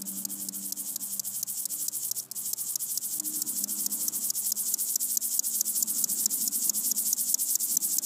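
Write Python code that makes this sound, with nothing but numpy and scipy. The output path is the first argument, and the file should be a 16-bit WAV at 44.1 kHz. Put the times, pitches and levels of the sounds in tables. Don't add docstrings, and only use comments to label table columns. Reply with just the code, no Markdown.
import sys
import numpy as np
from scipy import signal
from scipy.fft import rfft, irfft, next_fast_len
from scipy.io import wavfile
from scipy.ndimage import uniform_filter1d, map_coordinates

SR = 44100
rng = np.random.default_rng(int(sys.argv[2]) if len(sys.argv) > 2 else 0)


def to_wav(s):
    ch = np.atleast_2d(s).T
    pcm = np.round(np.clip(ch, -1, 1) * 32767)
    wavfile.write(sys.argv[1], SR, pcm.astype(np.int16))


N = 355005

# (time [s], level [dB], peg rate [Hz], time the legs lift beforehand [s], trailing leg's pressure [dB])
FLICKS = [(0.017, -30.5, 7510, 0.0083, -20), (0.25, -25.5, 7000, 0.008, -16),
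          (0.486, -27, 7600, 0.007, -20), (0.722, -26.0, 6720, 0.01, -3), (0.9585, -27.5, 5700, 0.0069, -9),
          (1.1946, -24.5, 6800, 0.006, -9), (1.4281, -25.5, 5750, 0.008, -16),
          (1.654, -22.7, 7400, 0.008, -16), (1.8814, -24.0, 7250, 0.008, -7),
          (2.1122, -24.5, 6540, 0.0084, -11), (2.3132, -30.5, 7100, 0.001, -12),
          (2.531, -24, 6910, 0.007, -20), (2.755, -23.0, 6490, 0.007, -20), (2.9737, -24, 6460, 0.001, -2),
          (3.1972, -23.5, 7500, 0.008, -20), (3.4177, -24.0, 6800, 0.001, -2),
          (3.6385, -23.0, 7150, 0.001, -11), (3.8608, -22.5, 6720, 0.002, -8),
          (4.0807, -22.5, 6150, 0.001, 0), (4.301, -22.5, 6540, 0.002, -14),
          (4.5185, -21, 6470, 0.0072, -13), (4.7388, -20.5, 6550, 0.001, -6),
          (4.9561, -19.5, 6770, 0.0064, -14), (5.17, -19.5, 6860, 0.0071, -20),
          (5.3917, -18, 6820, 0.0074, -20), (5.6081, -19, 6610, 0.001, -7),
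          (5.8248, -18.0, 7100, 0.002, -4), (6.039, -18.5, 6750, 0.005, -2), (6.257, -17, 6760, 0.006, -20),
          (6.4757, -20.0, 6560, 0.001, -3), (6.6943, -17.5, 6700, 0.001, -14),
          (6.9133, -18.3, 6580, 0.00095, -16), (7.128, -19, 6420, 0.001, -2),
          (7.3415, -17, 6650, 0.0069, -20), (7.5527, -19.0, 6940, 0.002, -10),
          (7.7679, -17.5, 6790, 0.0074, -20), (7.9825, -18.5, 6780, 0.0084, -12)]
# (time [s], level [dB])
EFFORT = [(0, -38), (.9, -36.5), (1.8, -34), (2.4, -34.6), (2.9, -34), (4.4, -31.5), (6.2, -30), (8, -29.5)]
USUAL_EFFORT_DB = -32


def amp(db):
    return 10 ** (np.asarray(db) / 20)


def unit(x):
    return x / np.sqrt(np.mean(x ** 2) + 1e-20)


def curves(rows, at=None):
    places, *columns = np.transpose(rows)
    return [np.interp(np.arange(N) / SR if at is None else at, places, column) for column in columns]


def wobble(rate):
    return map_coordinates(rng.standard_normal(int(N * rate / SR) + 4), [np.arange(N) * rate / SR])


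def swell(x, centre, width, flatness):
    return np.exp(-np.abs((x - centre) / width) ** flatness)


def ring(x, spectrum, size=2048):
    hz, db = np.transpose(spectrum)
    log_gain = np.log(amp(np.interp(np.log(np.fft.rfftfreq(size, 1 / SR) + 1), np.log(hz), db)))
    cepstrum = irfft(log_gain)
    cepstrum[1:size // 2] *= 2
    cepstrum[size // 2 + 1:] = 0
    response = irfft(np.exp(rfft(cepstrum)))
    return signal.fftconvolve(x, response / np.linalg.norm(response))[:N]


def noise(spectrum):
    return unit(ring(rng.standard_normal(N), spectrum))


def patchy(x, depth_db):
    bands = signal.stft(x, nperseg=2048)[2]
    patches = uniform_filter1d(rng.standard_normal(bands.shape), size=3, axis=0)
    patches = unit(uniform_filter1d(patches, size=7, axis=1))
    return unit(signal.istft(bands * amp(depth_db * patches), nperseg=2048)[1][:N])


def traffic(road_db=-66, wash_db=-62.5, sway_db=.8):
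    # (frequency [Hz], relative level [dB])
    rumble_tone = [(25, -48), (70, -44), (100, -30), (135, -19), (165, -6), (215, 3), (260, 0.5),
                   (320, -4.5), (400, -12.5), (520, -27.5), (900, -42)]
    tyre_tone = [(25, -31), (70, -29), (150, -6), (300, -7), (480, -0.5), (590, 4), (720, 0.5), (900, 2),
                 (1400, -2), (2000, -10.5), (4000, -8), (9000, -17), (15000, -19.5)]
    town_tone = [(25, -31), (70, -21), (100, -7), (135, 2), (180, 2), (300, -13.5), (600, -25)]
    # (time when nearest [s], half length [s], rumble [dB], tyre hiss [dB])
    passes = [(.12, 0.8, -57, -75), (3.52, .36, -54, -69), (4.02, .25, -57, -66), (4.72, .16, -66, -69),
              (6.42, .8, -53.3, -65.5), (7.95, .3, -54.5, -70)]
    # (time [s], level [dB])
    town_level = [(0, -66.5), (4.1, -66.5), (4.9, -71), (8, -68.5)]
    t = np.arange(N) / SR
    at, length, rumble_db, tyre_db = np.transpose(passes)[..., None]
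    nearness = swell(t, at, length, flatness=3) * amp(sway_db * wobble(6))
    rumble_gain = amp(road_db) + np.sum(amp(rumble_db) * nearness, axis=0)
    tyre_gain = amp(wash_db) + np.sum(amp(tyre_db) * nearness, axis=0)
    rumble = rumble_gain * patchy(noise(rumble_tone), depth_db=2.5)
    tyres = tyre_gain * patchy(noise(tyre_tone), depth_db=2.7)
    town_db, = curves(town_level)
    return rumble + tyres + amp(town_db) * noise(town_tone)


def hum(waver=.005, flutter_db=2, fade_db_per_s=20):
    # (pitch [Hz], level [dB], start [s], end [s])
    tones = [(127, -69, 0.3, 4.4), (260, -64.5, 5, 8.05), (384, -71.8, 2.1, 5.6)]
    t = np.arange(N) / SR
    sound = np.zeros(N)
    for hz, db, start, end in tones:
        level_db = db - fade_db_per_s * np.abs(t - np.clip(t, start, end)) + flutter_db * wobble(2.91)
        angle = 2 * np.pi * np.cumsum(hz * (1 + waver * wobble(7.3))) / SR
        sound += amp(level_db) * np.sin(angle)
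    return np.sqrt(2) * sound


def engine(firing_hz=97.35, rise_hz_per_s=1.25, waver=.004, flutter_db=1.3, rough_db=1.6, idle_db=-68):
    # (multiple of the firing rate, relative level [dB])
    harmonics = [(1, -37), (2, 0), (3, -6.5), (4, -28), (5, -24), (6, -21.5), (9, -28)]
    # (start [s], end [s], level [dB], extra bark in the third tone [dB])
    loads = [(0.02, .5, -48.5, 0), (.6, .8, -54, 4), (.95, 1.2, -56, -9), (1.6, 1.95, -64.5, 7),
             (3.24, 3.34, -54.5, 9), (3.62, 3.7, -50.5, -7), (3.76, 4.08, -62, 12.5), (4.45, 4.56, -56, -9),
             (4.95, 5.1, -60.5, -6), (5.5, 6.85, -56.5, -5), (7.8, 8.05, -61, 4)]
    t = np.arange(N) / SR
    hz = firing_hz + rise_hz_per_s * t
    angle = 2 * np.pi * np.cumsum(hz * (1 + waver * wobble(9))) / SR
    start, end, load_db, extra_db = np.transpose(loads)[..., None]
    before, after = np.maximum(start - t, 0), np.maximum(t - end, 0)
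    drone_db = np.maximum(idle_db, np.max(load_db - 95 * before - 24 * after, axis=0))
    bark_db = np.maximum(idle_db, np.max(load_db + extra_db - 95 * before - 55 * after, axis=0))
    sound = np.zeros(N)
    for multiple, db in harmonics:
        level_db = (bark_db if multiple == 3 else drone_db) + db
        sound += amp(level_db + flutter_db * wobble(5) + rough_db * wobble(24)) * np.sin(multiple * angle)
    return np.sqrt(2) * sound


def paving_echo(x, echo_db=-25, fade_s=.051):
    t = np.arange(SR // 4) / SR
    tail = rng.standard_normal(len(t)) * amp(-60 * t / fade_s) * (t > .002)
    return x + amp(echo_db) * signal.fftconvolve(x, tail / np.linalg.norm(tail))[:N]


def leg_cycle(rest_s=.036, rest_scatter_s=.0016, trail_fall_db_per_s=500):
    t = np.arange(N) / SR
    start, _, _, lift_s, trail_db = np.transpose(FLICKS)
    period = np.median(np.diff(start))
    edges = np.concatenate([[start[0] - period], start, [start[-1] + period]])
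    cycle = np.clip(np.searchsorted(edges, t) - 1, 0, len(start))
    since, until = t - edges[cycle], edges[cycle + 1] - t
    phase = since / (since + until)
    rest = rest_s + rest_scatter_s * rng.standard_normal(len(edges))
    landed_s = np.maximum(since - rest[cycle], 0)
    lifted = (since < rest[cycle]) | (until < np.append(lift_s, 0)[cycle])
    trailing_db = np.append(0, trail_db)[cycle] - trail_fall_db_per_s * since
    return landed_s, phase, lifted, trailing_db


def pushes(phase, speed_lag=.11):
    # (place [share of cycle], width [share of cycle], added pressure [dB], added speed [dB])
    humps = [(.298, .095, 4.1, 12.5), (.708, .1, 4.6, 11.6), (.918, .071, 2.3, 7.8)]
    push_db = sum(db * swell(phase, at, width, 3.1) for at, width, db, _ in humps)
    speed_db = sum(db * swell(phase, at + speed_lag, width * 1.04, 2.5) for at, width, _, db in humps)
    return push_db, speed_db


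def hitches(phase, softness_db, stray=.022):
    # (place [share of cycle], width [share of cycle], loss at a depth of 1 [dB])
    lapses = [(.425, .007, 4.5), (.835, .007, 5.5)]
    place = phase + stray * wobble(11)
    depth = np.maximum(.7 + .14 * softness_db + .5 * wobble(9), 0)
    return depth * sum(db * swell(place, at, width, 2) for at, width, db in lapses)


def slip(slip_s=2.202, regrip_s=2.3135, half_grip_s=.038, floor_db=-32, judder_db=3.5, thinning_s=.05):
    t = np.arange(N) / SR
    late = np.maximum(t - slip_s, 0)
    loose = (t > slip_s) & (t < regrip_s)
    loosening_db = np.maximum(20 * np.log10(.5) * (late / half_grip_s) ** 2, floor_db)
    grip_db = loose * (loosening_db - judder_db * np.abs(wobble(180)))
    caught = np.where(loose, .9 * np.exp(-late / thinning_s), 1)
    boom_db = 20 * (t <= slip_s) * swell(t, slip_s, width=.012, flatness=2) - 7 * loose
    return grip_db, caught, boom_db


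def strikes(rate, scatter_db, caught=1, jitter=.22):
    rate = np.clip(rate, 1, SR)
    passed = np.cumsum(rate) / SR
    pegs = np.arange(int(passed[-1]))
    at = np.searchsorted(passed, pegs + jitter * rng.standard_normal(len(pegs))).clip(0, N - 1)
    size = unit(amp(scatter_db * rng.standard_normal(len(pegs)))) * rng.choice([-1, 1], len(pegs))
    return np.bincount(at, size, N) * np.sqrt(SR / rate) * (rng.random(N) < caught)


def chatter(centre_hz, width_hz=750):
    angle = 2 * np.pi * np.cumsum(centre_hz) / SR
    smooth = signal.butter(2, width_hz, fs=SR, output="sos")
    a, b = signal.sosfilt(smooth, rng.standard_normal((2, N)))
    return unit(a * np.cos(angle) + b * np.sin(angle))


def snags(scuff_db=-21, fade_s=.003):
    # (time [s], level [dB])
    snaps = [(.0365, -35), (.2695, -35), (.478, -23), (.503, -36), (.9415, -24), (.9755, -32),
             (1.2146, -33), (2.2048, -19), (2.2056, -17), (2.2255, -25), (2.227, -26), (2.2293, -23.5),
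             (2.2303, -24), (2.2312, -25), (2.2387, -26), (2.2396, -25), (2.2414, -27.5), (2.2498, -28.5),
             (2.251, -29), (2.2533, -27.5), (2.2622, -28.5), (2.286, -41), (2.2874, -40), (2.2889, -42),
             (2.3027, -32), (2.3357, -33), (2.5605, -29), (2.564, -28), (3.2272, -26), (3.4487, -30),
             (3.889, -29), (4.5468, -30), (4.5503, -27), (4.7692, -22), (5.4255, -27), (6.9408, -33),
             (6.9475, -24)]
    # (frequency [Hz], relative level [dB])
    snap_tone = [(1500, -45), (3000, -24), (4500, -11), (6000, -4), (8000, 3), (10000, 0), (15000, -5),
                 (19000, -20)]
    t = np.arange(N) / SR
    at, db = np.transpose(snaps)
    clicks = np.bincount(np.round(at * SR).astype(int), amp(db), N)
    scuffs = sum((t >= s) * (t < s + 2 * fade_s) * amp(level - 60 * np.clip((t - s) / fade_s, 0, 2))
                 for s, level in snaps)
    return ring(clicks + amp(scuff_db) * scuffs * rng.standard_normal(N), snap_tone)


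def flicks(usual_length_s=.0072, slowing=.3, seated_db=-23.3, skip_db=3):
    # (frequency [Hz], relative level [dB])
    scrape_tone = [(1500, -56), (2900, -25), (3900, -9), (5000, 4.5), (7500, 6.5), (9000, 1.5),
                   (11000, 3.5), (13500, 2.5), (15500, -6)]
    t = np.arange(N) / SR
    cycle = np.clip(np.searchsorted(np.transpose(FLICKS)[0], t) - 1, 0, None)
    start, db, peg_hz, _, _ = np.array(FLICKS)[cycle].T
    effort_db, = curves(EFFORT, start)
    length_s = usual_length_s + .00012 * (effort_db - USUAL_EFFORT_DB)
    travel = (t - start) / length_s
    bright_db = np.minimum(1.22 * (seated_db - db), 3.5)
    shape = [(0, 0, 0), (.04, .6, 1.2), (.35, 1.2, 1.63), (.9, .5, 1.22),
             (1.2, .0065, .45), (1.5, .018, .11), (2.3, .002, .0084)]
    force, drag = curves(shape, travel)
    jitter = (.05 + .013 * np.maximum(bright_db + 2, 0)) * wobble(1800)
    rate = peg_hz * (1 + slowing * (.44 - np.clip(travel, 0, 2)) + jitter)
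    angle = 2 * np.pi * np.cumsum(rate) / SR
    overtone = amp(-1.6 + .6 * bright_db) * np.sin(2 * angle)
    whistle = np.sqrt(2) * (amp(1.5) * np.sin(angle) + overtone)
    scrape = amp(-2 + 1.24 * bright_db) * unit(ring(strikes(rate, scatter_db=1.5), scrape_tone))
    balance = 1 / np.sqrt(1 + amp(2 * bright_db))
    skips = amp(skip_db * np.minimum(wobble(1100), 0))
    return balance * amp(db) * skips * (force * whistle + drag * scrape)


def rasp(slow_peg_hz=3002, fast_peg_hz=6000, slow_chatter_hz=7400, fast_chatter_hz=9600,
         light_db=-2.1, rest_db=-23, settle_s=.02, shake_db=.9):
    # (frequency [Hz], relative level [dB])
    vein_tone = [(1500, -57), (2700, -36), (4400, -31), (5800, -12.5), (6800, -4.5), (7600, 0), (8300, 1.5),
                 (9200, -3.5), (12000, -11), (15200, -13.5)]
    edge_tone = [(3000, -45), (6000, -22), (8000, -1.5), (9500, 1), (10800, 1), (12000, -1), (13300, -0.5),
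                 (15200, -3.5)]
    skin_tone = [(1200, -49), (2000, -40.5), (2700, -28), (3300, -21), (3950, -13.3), (4700, -2.5),
                 (5600, 6.5), (6500, 1), (8000, -17.5), (12000, -38.5)]
    flap_tone = [(1200, -33.5), (2300, -13.5), (2750, -10), (3100, 1), (3450, -3.5), (4100, -18.5),
                 (7000, -39)]
    landed_s, phase, lifted, trailing_db = leg_cycle()
    effort_db, = curves(EFFORT)
    grip_db, caught, slip_boom_db = slip()
    softness_db = USUAL_EFFORT_DB - effort_db
    push_db, speed_db = pushes(phase + .0067 * softness_db + .011 * wobble(25))
    thin_db = .09 * softness_db
    fade_db = .72 * np.maximum(softness_db, 0) * np.interp(phase, [.8, .92], [0, 1])
    tick_db = 6.5 * swell(landed_s, 0, width=.0012, flatness=2)
    settled = np.clip(landed_s / settle_s, 0, 1)
    pressure_db = light_db + push_db - 7.5 * (1 - settled) + tick_db - fade_db
    speed = (speed_db / speed_db.max()) ** 2
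    run_up = np.interp(phase, [.14, .3], [.2, 1])
    peg_rate = (slow_peg_hz + (fast_peg_hz - slow_peg_hz) * speed) * run_up
    chatter_hz = slow_chatter_hz + (fast_chatter_hz - slow_chatter_hz) * speed
    slack_db = np.maximum(softness_db, 0) * (push_db.max() / 2 - push_db)
    boom_db = 1.19 * push_db + .115 * slack_db
    chatter_gain = amp(-5.8 + .05 * slack_db - 4 * speed)
    contact_db = np.where(lifted, np.maximum(rest_db, trailing_db), pressure_db)
    contact = uniform_filter1d(amp(contact_db), size=40)
    stutter_db = 3.5 * np.maximum(wobble(260) - 1.4, 0) + hitches(phase, softness_db)
    force = contact * amp(effort_db + grip_db + shake_db * wobble(220) - stutter_db)
    pegs = force * strikes(peg_rate, scatter_db=2.5, caught=caught)
    vein = ring(pegs * amp(-7.4), vein_tone)
    edge = ring(pegs * amp(-7.7 + speed_db + thin_db), edge_tone)
    skin = ring(pegs * amp(-14.9 + boom_db + slip_boom_db - thin_db), skin_tone)
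    flap = ring(pegs * amp(-29.2 + boom_db / 2 + .68 * softness_db), flap_tone)
    return vein + edge + skin + flap + force * caught * chatter_gain * chatter(chatter_hz)


def scene():
    grasshopper = paving_echo(rasp() + flicks() + snags())
    return (grasshopper + engine() + hum() + traffic())[None]


def record(dry):
    top_hz = 15400
    size = next_fast_len(N + SR // 2)
    hz = np.fft.rfftfreq(size, 1 / SR)
    gain = 1 / np.sqrt(1 + (hz / top_hz) ** 300)
    return irfft(rfft(dry, size) * gain, size)[..., :N]


dry = scene()
out = record(dry)
to_wav(out)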